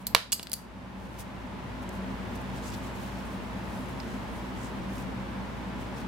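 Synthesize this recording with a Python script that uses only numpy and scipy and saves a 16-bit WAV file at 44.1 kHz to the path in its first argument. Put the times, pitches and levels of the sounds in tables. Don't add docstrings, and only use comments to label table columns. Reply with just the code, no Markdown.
import sys
import numpy as np
from scipy import signal
from scipy.fft import rfft, irfft, next_fast_len
from scipy.io import wavfile
from scipy.ndimage import uniform_filter1d, map_coordinates

SR = 44100
rng = np.random.default_rng(int(sys.argv[2]) if len(sys.argv) > 2 else 0)


def store_wav(level_fs):
    pcm = np.round(np.clip(np.atleast_2d(level_fs), -1, 1) * 32767)
    wavfile.write(sys.argv[1], SR, pcm.T.astype(np.int16))


N = 267775
TIME = np.arange(N) / SR
RING_TIME = np.arange(SR // 3) / SR


def amp(db):
    return 10 ** (np.asarray(db) / 20)


def unit_rms(x):
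    return x / np.sqrt(np.mean(x ** 2) + 1e-20)


def along(points, hz):
    f, values = np.transpose(points)
    return np.interp(np.log(hz + 1), np.log(f + 1), values)


def tilted(points, slope_db, knee_hz=1200):
    return [(hz, db + slope_db * np.log2(max(hz / knee_hz, 1))) for hz, db in points]


def favouring(rows, centre_hz, fall_db):
    return [(hz, db - fall_db * abs(np.log2(hz / centre_hz)), *rest) for hz, db, *rest in rows]


def resonant(spectrum, peaks):
    f = np.linspace(20, SR / 2, 2048)
    lift = sum(amp(db) ** 2 / (1 + (2 * (f - hz) / width) ** 2) ** 2 for hz, width, db in peaks)
    return np.column_stack([f, along(spectrum, f) + 10 * np.log10(1 + lift)])


def wobble(rate, size=N):
    knots = rng.standard_normal(int(size * rate / SR) + 4)
    return map_coordinates(knots, [TIME[:size] * rate])


def filtered(x, response):
    size = next_fast_len(x.shape[-1] + 8192)
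    hz = np.fft.rfftfreq(size, 1 / SR)
    return irfft(rfft(x, size) * response(hz), size)[..., :x.shape[-1]]


def struck(x, spectrum, size=2048):
    gain = amp(along(spectrum, np.fft.rfftfreq(size, 1 / SR)))
    cepstrum = irfft(np.log(gain))
    cepstrum[1:size // 2] *= 2
    cepstrum[size // 2 + 1:] = 0
    impulse_response = irfft(np.exp(rfft(cepstrum)))
    return signal.fftconvolve(x, impulse_response)[:len(x)]


def add(track, start_s, sound):
    part = track[..., max(round(start_s * SR), 0):][..., :sound.shape[-1]]
    part += sound[..., :part.shape[-1]]


def crack(spectrum, t60, push_share):
    fade = amp(-60 * RING_TIME / t60)
    rattle = unit_rms(fade * rng.standard_normal(len(fade)))
    push = unit_rms(RING_TIME == 0)
    force = np.sqrt(1 - push_share) * rattle + np.sqrt(push_share) * push
    hz = np.fft.rfftfreq(len(force), 1 / SR)
    power = uniform_filter1d(np.abs(rfft(force)) ** 2, size=100)
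    uneven_db = 10 * np.log10(np.abs(power) + 1e-12)
    colour = np.column_stack([hz, along(spectrum, hz) - uneven_db])
    return unit_rms(struck(force, colour)) * np.sqrt(np.mean(fade ** 2))


def blow(spectrum, t60, push_share, scatter_db=-8):
    scatter = amp(scatter_db) * np.array([crack(spectrum, t60, 0) for _ in range(2)])
    return (crack(spectrum, t60, push_share) + scatter) / np.hypot(1, amp(scatter_db))


def ring(modes, scatter_db):
    hz, db, t60 = np.transpose(modes)[:, :, None]
    signs = (-1) ** np.arange(len(hz))[:, None]
    gain = signs * amp(db + scatter_db * rng.standard_normal(hz.shape))
    partials = gain * amp(-60 * RING_TIME / t60) * np.sin(2 * np.pi * hz * RING_TIME)
    return np.sum(partials, 0) / np.sqrt(np.sum(gain ** 2) / 2)


# f/Hz, correlation
PORT_LIKENESS = [(60, 0.081), (120, 0.76), (240, 0.83), (480, 0.42), (950, 0.44), (1900, 0.044),
                 (3800, 0.3), (7500, 0.14), (15000, 0.046)]

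def rush(gain, size=N):
    def mid_side_gain(hz):
        angle = np.arccos(np.clip(along(PORT_LIKENESS, hz), 0, 1)) / 2
        return gain(hz) * np.array([np.cos(angle), np.sin(angle)])
    mid, side = filtered(rng.standard_normal((2, size)), mid_side_gain)
    return unit_rms(np.array([mid + side, mid - side]))


# f/Hz, t60/s
ROOM_DECAY = [(200, 0.32), (1500, 0.27), (4000, 0.3), (8000, 0.28), (15000, 0.2)]

def in_room(x, pan_db, wet_db, lag_us=30, wall_hz=6000, build_s=0.0068):
    direct = filtered(x, lambda hz: np.exp(np.outer([-1j, 1j], np.pi * hz * lag_us / 10 ** 6)))
    hz, t, noise = signal.stft(rng.standard_normal((2, SR // 3)), SR, nperseg=256)
    fade = amp(-60 * t / along(ROOM_DECAY, hz)[:, None]) * (1 - np.exp(-t / build_s))
    tail = signal.istft(noise * fade, SR)[1]
    dull_tail = filtered(tail / np.linalg.norm(tail[0]), lambda f: 1 / np.sqrt(1 + (f / wall_hz) ** 2))
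    answer = signal.fftconvolve(np.atleast_2d(x), dull_tail, axes=1)[:, :x.shape[-1]]
    return direct * amp([[pan_db / 2], [-pan_db / 2]]) + amp(wet_db) * answer


# f/Hz, width/Hz, level/dB
FAN_DRONE = [(53, 14, -52), (105, 54, -45.5), (133.2, 8.8, -49.5), (173.8, 8.7, -55), (192.2, 17.3, -42.5),
             (220, 23, -48.5), (255.7, 38, -45.5), (314.7, 16, -55), (361.7, 11, -57), (855, 126, -51.5),
             (990, 150, -54.5)]
# f/Hz, level/dB
FAN_AIR = [(60, -41), (200, -28.5), (320, -4.5), (430, -5), (620, -4), (740, -8), (900, -6.5), (1060, -7),
           (1250, -9.5), (1650, -11), (2000, -13), (3300, -19.5), (4200, -24.5), (7000, -33), (11000, -38),
           (16000, -43.5)]

def fan(hum_hz=58.7, hum_db=-45.5, waver_db=0.5, air_db=-42):
    def resonances(hz):
        return np.sqrt(sum(amp(db) ** 2 / width / (1 + (2 * (hz - centre) / width) ** 2) ** 2
                           for centre, width, db in FAN_DRONE))
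    hum_peak = np.sqrt(2) * amp(hum_db + waver_db * wobble(3.3))
    hum = hum_peak * np.sin(2 * np.pi * hum_hz * TIME + 0.11 * wobble(2.5))
    drone = np.linalg.norm([amp(db) for _, _, db in FAN_DRONE]) * rush(resonances)
    air = amp(air_db) * rush(lambda hz: amp(along(FAN_AIR, hz)))
    return hum * amp([[1.6], [-1.6]]) + drone + air


def fibres(spectrum, size, grain_db=2.0):
    hiss = rush(lambda hz: amp(along(spectrum, hz)), size)
    return unit_rms(hiss * amp(grain_db * wobble(350, size)))


# f/Hz, level/dB
WOOL_TONE = [(800, -27), (2500, 4.5), (5000, -0.5), (7500, -3), (10000, -5.5), (15500, -8)]
# from t/s, to t/s
TURN_SPAN = (2.17, 4.9)
# t/s, level/dB, half length/s, favoured f/Hz, fall/(dB/octave)
FINGER_STROKES = [(0.016, -56.5, 0.027, 11000, 9), (1.1, -58.5, 0.16, 10000, 4),
                  (1.203, -44, 0.022, 10500, 6.5), (1.831, -54, 0.013, 10000, 5),
                  (1.892, -43, 0.002, 8500, 12), (1.954, -59, 0.037, 10000, 8),
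                  (2.358, -52, .006, 10000, 8), (2.417, -55, .008, 11500, 10),
                  (2.572, -51.5, 0.025, 7000, 4), (2.651, -55, 0.045, 6200, 10),
                  (2.692, -47.5, 0.041, 7200, 9), (2.737, -46.5, 0.019, 5200, 4),
                  (2.77, -55, 0.019, 11000, 9), (2.86, -55, 0.055, 8000, 7), (2.963, -54, .015, 11000, 5),
                  (3.043, -55, .065, 12000, 7), (3.09, -57, 0.12, 5300, 5), (3.267, -57, 0.017, 10500, 14),
                  (3.325, -59, 0.04, 11000, 9), (3.798, -59, 0.15, 10000, 9), (4.121, -58, 0.074, 6500, 8),
                  (4.362, -59, 0.032, 10000, 11), (4.626, -53.5, 0.052, 7300, 13),
                  (4.97, -53.5, 0.072, 9000, 5), (4.984, -53, .003, 10000, 9), (5.024, -52, .003, 10000, 5),
                  (5.827, -58.5, 0.053, 8000, 4), (5.981, -55, 0.049, 6000, 4)]

def wool(hold_db=-70.5, turn_db=-60.5, ease_s=0.12, unsteady_db=1.56):
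    start, end = TURN_SPAN
    turning = (np.tanh((TIME - start) / ease_s) - np.tanh((TIME - end) / ease_s)) / 2
    out = amp(hold_db + (turn_db - hold_db) * turning) * fibres(WOOL_TONE, N)
    t = TIME[:SR // 2] - np.mean(TIME[:SR // 2])
    for peak_s, db, half_s, favoured_hz, fall_db in FINGER_STROKES:
        swell = amp(db) * np.exp(-(t / half_s) ** 2)
        stroke = swell * fibres(favouring(WOOL_TONE, favoured_hz, fall_db), len(t))
        add(out, peak_s + t[0], stroke[:, peak_s + t >= 0])
    return out * amp(unsteady_db * wobble(24.77))


# f/Hz, level/dB
CONTACT_TONE = [(200, -11), (1000, -15), (1700, -8.5), (2400, -5.5), (3100, -5.5), (4700, -2), (5700, -3.5),
                (6400, -5), (7800, -1.5), (9200, -5.5), (10700, -3), (12000, -1), (15200, 2)]
# f/Hz, level/dB, t60/s
BLADE_MODES = [(2880, -2, 0.1), (3420, -9, .08), (4080, -7, .07), (4590, -5, 0.12), (4960, -1, .1),
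               (6635, 8, 0.022), (7600, -8, .05), (8045, -5, 0.07), (8170, 5.5, 0.025), (8690, -2, .03),
               (9500, -6, .07), (10340, -3, 0.085), (10550, 0, .025), (11340, 2.5, 0.075), (12340, -2, .08),
               (14160, -7, .08), (15070, -9, .05)]
# t/s, level/dB, t60/s, tilt/(dB/octave), relative ring/dB, favoured f/Hz, shank f/Hz, pan/dB
STEEL_CONTACTS = [(0.0687, -7.5, 0.011, 1, -28, 12200, 4300, -4),
                  (0.072, -18, 0.013, 8, -14, 7800, 5000, 4), (0.076, -23, 0.023, 0, -18, 12000, 5000, -6),
                  (0.3209, -6, 0.022, -1.5, -20, 8200, 2870, -4),
                  (0.326, -4.5, 0.01, -5, -3.5, 6600, 4200, -5),
                  (0.3284, -8, 0.016, -4.5, -9, 8200, 4940, -11),
                  (0.3302, -8, 0.013, -3.5, 0, 11300, 5030, -2),
                  (0.396, -16.5, 0.0087, -4, -29, 3700, 2950, -1),
                  (0.4293, -18.5, 0.018, -4, -25, 12250, 4850, -4),
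                  (0.4709, -15, 0.003, -6, -30, 4400, 3900, 6),
                  (.4975, -24, 0.0045, 1, -28, 11000, 4600, 2),
                  (0.5175, -14.5, 0.012, -3.5, -27, 11900, 4900, -5),
                  (0.5318, -8.5, 0.017, 1.5, -28, 10600, 6150, 2),
                  (0.538, -6.5, 0.01, 0.5, -28, 10800, 4600, 3)]

def clinks():
    out = np.zeros((2, N))
    blade_peaks = [(hz, 330, 2) for hz, _, _ in BLADE_MODES]
    for start_s, db, t60, tilt_db, ring_db, favoured_hz, shank_hz, pan_db in STEEL_CONTACTS:
        colour = favouring(tilted(CONTACT_TONE, tilt_db), favoured_hz, fall_db=3.0)
        colour = resonant(colour, blade_peaks)
        colour = resonant(colour, [(favoured_hz, 910, 7.5), (shank_hz, 720, 8.5)])
        tick = blow(colour, t60, push_share=0.1)
        blades = amp(ring_db) * ring(favouring(BLADE_MODES, favoured_hz, fall_db=15.5), scatter_db=2.5)
        add(out, start_s, in_room(amp(db) * tick, pan_db, wet_db=-12, wall_hz=14000))
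        add(out, start_s, in_room(amp(db) * blades, pan_db, wet_db=-13, wall_hz=14000))
    return out


# f/Hz, level/dB
SNAP_TONE = [(90, -4), (300, -7.5), (430, -2), (900, 1.5), (1350, 5.5), (2000, 0), (2700, 3), (3800, 2),
             (4900, -1), (5800, -5), (7500, -10), (11500, -8), (15500, -15)]
# f/Hz, level/dB, t60/s
HELD_MODES = [(476, -10.5, 0.042), (656, -19, 0.044), (1035, -3.5, 0.012), (1560, -4.5, 0.012),
              (2950, -4.5, 0.012), (3900, 4.5, 0.0075), (4850, 4, 0.0057)]
# t/s, level/dB, t60/s, tilt/(dB/octave)
SNIP_BLOWS = [(0.1486, 13, 0.0093, 1.5), (0.1522, -5, 0.02, 0), (0.1635, -9.5, 0.02, -0.5)]

def snip(ring_db=-1.5, bounce_s=0.001745, bounce_db=-8, bounce_hz=6000):
    out = np.zeros((2, N))
    for start_s, db, t60, tilt_db in SNIP_BLOWS:
        snap = amp(db) * blow(tilted(SNAP_TONE, tilt_db), t60, push_share=0.16)
        blades = amp(db + ring_db) * ring(HELD_MODES, scatter_db=2.5)
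        bounce = amp(bounce_db) * filtered(snap + blades, lambda hz: 1 / (1 + (hz / bounce_hz) ** 4))
        add(out, start_s, in_room(snap, pan_db=-7.5, wet_db=-10.5, lag_us=29, wall_hz=5500))
        add(out, start_s, in_room(blades, pan_db=-5.5, wet_db=-18, lag_us=25, wall_hz=5500))
        add(out, start_s + bounce_s, bounce)
    return out


# f/Hz, level/dB
TABLETOP_TONE = [(60, -15), (170, 6), (330, -6), (600, 2), (900, -3), (1800, -12), (3000, -24),
                 (15000, -45)]
# t/s, level/dB, t60/s
HANDLE_BUMPS = [(0.326, -29, 0.052), (0.3966, -25, 0.02)]

def table_knocks():
    out = np.zeros((2, N))
    for start_s, db, t60 in HANDLE_BUMPS:
        knock = amp(db) * blow(TABLETOP_TONE, t60, push_share=0.37)
        add(out, start_s, in_room(knock, pan_db=-1.5, wet_db=-11))
    return out


# f/Hz, level/dB, t60/s
FREE_MODES = [(4740, 0, 0.2), (4500, 1, .1), (9146, -10, .11), (11040, -6, .11)]
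# t/s, level/dB
RELEASE = (0.538, -38)

def last_ring():
    out = np.zeros((2, N))
    start_s, db = RELEASE
    add(out, start_s, in_room(amp(db) * ring(FREE_MODES, scatter_db=1.0), pan_db=0, wet_db=-18))
    return out


# f/Hz, level/dB
TICK_TONE = [(1000, -18), (2850, -2), (3300, -13), (4200, -1), (4550, -6), (5000, 6), (5900, -13),
             (15000, -26)]
# t/s, level/dB, t60/s
NAIL_TICK = (4.001, -40.5, 0.029)

def fingernail():
    out = np.zeros((2, N))
    start_s, db, t60 = NAIL_TICK
    tick = amp(db) * blow(TICK_TONE, t60, push_share=0.1)
    add(out, start_s, in_room(tick, pan_db=-10, wet_db=-12))
    return out


def scene():
    return fan() + wool() + clinks() + snip() + table_knocks() + last_ring() + fingernail()


def gain_control(x, limit_db=-12.3, start_db=-9, climb_per_s=0.44, window=441):
    power = uniform_filter1d(np.mean(x ** 2, 0), window)
    level = np.sqrt(np.abs(power) + 1e-12)
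    allowed = np.minimum(amp(limit_db) / level, 1)
    climb = climb_per_s * TIME
    gain = np.minimum.accumulate(np.minimum(allowed - climb, amp(start_db))) + climb
    return x * gain


def record(dry):
    clipped = np.clip(gain_control(dry), -1, 1)
    return filtered(clipped, lambda hz: 1 / (1 + (hz / 16000) ** 120))


dry = scene()
out = record(dry)
store_wav(out)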